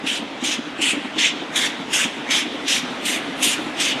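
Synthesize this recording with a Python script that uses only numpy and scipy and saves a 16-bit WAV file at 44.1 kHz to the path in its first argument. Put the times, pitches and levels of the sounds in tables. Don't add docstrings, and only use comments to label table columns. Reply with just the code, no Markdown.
import sys
import numpy as np
from scipy import signal
from scipy.fft import rfft, irfft
from scipy.io import wavfile
from scipy.ndimage import uniform_filter1d

SR = 44100
rng = np.random.default_rng(int(sys.argv[2]) if len(sys.argv) > 2 else 0)


def wav_out(sig):
    wavfile.write(sys.argv[1], SR, np.round(np.clip(np.atleast_2d(sig).T, -1, 1) * 32767).astype(np.int16))


N = 176400
FRAME, HOP = 512, 128
HZ = np.fft.rfftfreq(FRAME, 1 / SR)
FRAME_TIMES = np.arange(N // HOP + 5)[:, None] * HOP / SR
APPROACH_DB_PER_S = 1.06


def amp(db):
    return 10 ** (np.asarray(db) / 20)


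def unit(x):
    return x / np.sqrt(np.mean(x ** 2) + 1e-20)


def read(points, hz):
    f, value = np.transpose(points)
    return np.interp(np.log(hz + 1), np.log(f + 1), value)


def hump(hz, octaves):
    return np.exp(-.5 * (np.log2((HZ + 1) / hz) / octaves) ** 2)


def add(mix, start_s, sound):
    part = mix[max(round(start_s * SR), 0):][:len(sound)]
    part += sound[:len(part)]


def colour(x, points):
    return irfft(rfft(x) * amp(read(points, np.fft.rfftfreq(len(x), 1 / SR))), len(x))


def coloured_noise(spectrum):
    return unit(colour(rng.standard_normal(N), spectrum))


def patches(frames, bins):
    field = rng.standard_normal((len(FRAME_TIMES), len(HZ)))
    for axis in (0, 1, 0, 1):
        field = uniform_filter1d(field, (frames, bins)[axis], axis, mode="wrap")
    return unit(field)


def shaped(x, gain):
    spectra = signal.stft(x, nperseg=FRAME, noverlap=FRAME - HOP)[2]
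    return signal.istft(spectra * gain[:spectra.shape[1]].T, nperseg=FRAME, noverlap=FRAME - HOP)[1][:N]


def rumble():
    # frequency_hz, density_db
    spectrum = [(15, -32), (40, -9), (62, 0), (85, -3), (130, -18), (400, -50), (2000, -90)]
    final_db, rise_db_per_s = -59, 1.5
    return amp(final_db + rise_db_per_s * (np.arange(N) - N) / SR) * coloured_noise(spectrum)


def wheels():
    # frequency_hz, density_db
    spectrum = [(20, -44), (40, -38), (62, -18.5), (90, -20.5), (150, -2.5), (300, 1), (460, 2), (750, 0.5),
                (1100, -1.5), (1900, -1.5), (3500, -6), (4500, -16), (7000, -23), (10000, -31.5),
                (14000, -51)]
    growth_db_per_s = APPROACH_DB_PER_S + read([(4000, 0), (10000, 1)], HZ)
    level_db = -32 + growth_db_per_s * (FRAME_TIMES - FRAME_TIMES.mean())
    uneven_db = 1.5 * patches(frames=14, bins=4) + 0.55 * patches(frames=12, bins=120)
    return shaped(coloured_noise(spectrum), amp(level_db + uneven_db))


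def running_gear():
    centre_hz, width_hz = 773, 344
    t, out = np.arange(SR // 8) / SR, np.zeros(N)
    band = np.exp(-.5 * ((np.fft.rfftfreq(len(t), 1 / SR) - centre_hz) / (width_hz / 2)) ** 2)
    ring = unit(irfft(rfft(rng.standard_normal(len(t))) * band, len(t)))
    swell = t / 4 * np.exp(1 + t / 4)
    add(out, 0, amp(-29) * ring * swell)
    return out


def chimney():
    # start_s, relative_level_db
    beats = [(0.037, -16.5), (0.109, -22), (0.184, -21), (0.216, -17.5), (.300, -23.5), (0.423, -16.5),
             (.482, -19.5), (0.581, -16.5), (0.662, -22), (.720, -29), (0.785, -16.5), (0.823, -19.5),
             (.855, -21.5), (.928, -16.5), (0.964, -16), (1.044, -18.5), (1.156, -14.5), (1.329, -21),
             (1.414, -21.5), (1.482, -28), (1.554, -24.5), (1.675, -27), (1.790, -18), (1.914, -23),
             (2.044, -15), (2.158, -22), (2.285, -17), (2.415, -26), (2.452, -18), (2.540, -20),
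             (2.651, -23.5), (2.704, -27), (2.826, -18.5), (2.905, -21.5), (3.026, -23), (3.078, -24),
             (3.154, -20), (3.198, -26), (3.274, -19), (3.365, -35), (3.461, -17.5), (3.582, -18),
             (3.656, -18.5), (3.778, -19), (3.860, -28), (3.913, -21), (3.948, -21.5)]
    # frequency_hz, density_db
    spectrum = [(20, -58), (40, -53), (65, -47), (95, -50.5), (130, -18), (190, -13), (245, 0.5), (300, 2),
                (370, -11.5), (550, -17.5), (900, -18.5), (1600, -34), (4000, -60)]
    rise_s, decay_s, beat_gain_db = 0.0066, 0.022, -8.5
    draught_db = -37 + APPROACH_DB_PER_S * (np.arange(N) - N / 2) / SR
    out = amp(draught_db) * coloured_noise(spectrum)
    t = np.arange(SR // 8) / SR
    envelope = np.minimum(t / rise_s, 1) * np.exp(-np.maximum(t - 2 * rise_s, 0) / decay_s)
    envelope_rms = np.sqrt(np.mean(envelope ** 2))
    for start_s, level_db in beats:
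        puff = envelope_rms * unit(envelope * colour(rng.standard_normal(len(t)), spectrum))
        add(out, start_s, amp(level_db + beat_gain_db) * puff)
    return out


def valley(x):
    # delay_s, relative_level_db
    slopes = [(.012, 0.5), (.05, -1.5), (.09, -19), (.15, -3), (.21, -16.5), (0.301, -37), (.7, -22)]
    # frequency_hz, gain_db
    response = [(300, -6), (2400, 1.5), (3600, 8.5), (4300, 10), (5200, 1.5), (6500, -3), (9000, -3.5),
                (14000, -6)]
    delay_s, level_db = np.transpose(slopes)
    t = np.arange(SR) / SR
    envelope = amp(np.interp(t, delay_s, level_db)) * (t > delay_s[0]) * (t < delay_s[-1])
    tail = rng.standard_normal(SR) * envelope
    return signal.fftconvolve(x, colour(tail / np.linalg.norm(tail), response))[:N]


def steam():
    # start_s, open_s, level_db, treble_db, hiss_hz, hiss_db,
    # low_mid_db, ring_hz, ring_db, top_droop_db_per_s
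    chuffs = [(0.061, 0.12, -5.5, -2.5, 8900, 3, 2.5, 2940, 6.5, 5),
              (0.436, 0.11, -0.5, -4, 6350, 5, 0, 2550, 1.5, 40),
              (.811, 0.11, -4, -0.5, 8300, 10.5, 8, 2710, 10.5, 14),
              (1.181, 0.1, 1.5, -9, 6800, 9.5, 0.5, 2970, 4, -1),
              (1.554, 0.12, -5, 5, 6110, 4, 13.5, 3500, 4, 57),
              (1.927, 0.12, -3.8, 6.5, 6350, 6, 10.5, 2800, 7.5, 65),
              (2.302, 0.1, 1.4, -2, 5900, 4, 2.5, 2180, 3.5, 1),
              (2.676, 0.11, -3, 4.6, 5550, 7.5, 6.5, 2930, 4, 20),
              (3.049, 0.12, -4, 7, 6000, -1, 5.5, 2800, 4, 65),
              (3.423, 0.12, -0.5, 7.5, 9450, 1.5, 0, 2750, 4, 113),
              (3.795, 0.13, -1.3, 0, 5400, 4.5, 2.5, 2750, 5, 99)]
    # frequency_hz, density_db
    spectrum = [(300, -39), (1100, -19.5), (1600, -12), (2100, -3.5), (2700, -3), (3300, 0.5), (3650, -0.5),
                (4100, -9), (4800, -10.5), (6500, -10), (9500, -16), (11500, -23), (13500, -33),
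                (15000, -43)]
    jet_db, attack_s, leak_rise_db_per_s = -21.5, .007, 414
    top = read([(2500, 0.065), (10000, 1)], HZ)
    leak_db = -6 * (1 - top) - 15 * top
    release_db_per_s = 233 * (1 - top) + 463 * top
    treble = np.interp(HZ, (3680, 8900), (0, 1))
    low_mid = np.interp(HZ, (1390, 2900), (1, 0))
    power = 0
    for (start_s, open_s, level_db, treble_db, hiss_hz, hiss_db,
         low_mid_db, ring_hz, ring_db, top_droop_db_per_s) in chuffs:
        t = FRAME_TIMES - start_s
        opening_db = leak_db * (1 - np.clip(t / attack_s, 0, 1)) + leak_rise_db_per_s * np.minimum(t, 0)
        droop_db = (8 * (1 - top) + top_droop_db_per_s * top) * (np.clip(t, 0, open_s) - open_s / 2)
        closing_db = release_db_per_s * np.maximum(t - open_s + attack_s, 0)
        shelves_db = treble_db * treble + low_mid_db * low_mid
        peaks_db = hiss_db * hump(hiss_hz, octaves=0.26) + ring_db * hump(ring_hz, octaves=0.16)
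        power += amp(level_db + opening_db - droop_db - closing_db + shelves_db + peaks_db) ** 2
    flutter_db = 0.6 * patches(frames=3, bins=200)
    mottle_db = 2 * patches(frames=7, bins=5) + 1.4 * patches(frames=24, bins=3)
    return shaped(amp(jet_db) * coloured_noise(spectrum), np.sqrt(power) * amp(flutter_db + mottle_db))


def scene():
    jet = steam()
    echo = amp(-18) * valley(jet)
    return (jet + echo + wheels() + chimney() + rumble() + running_gear())[None]


def record(dry):
    low_pass = signal.firwin(511, 15000, window=("kaiser", 9), fs=SR)
    return signal.oaconvolve(dry, low_pass[None], "same")


dry = scene()
out = record(dry)
wav_out(out)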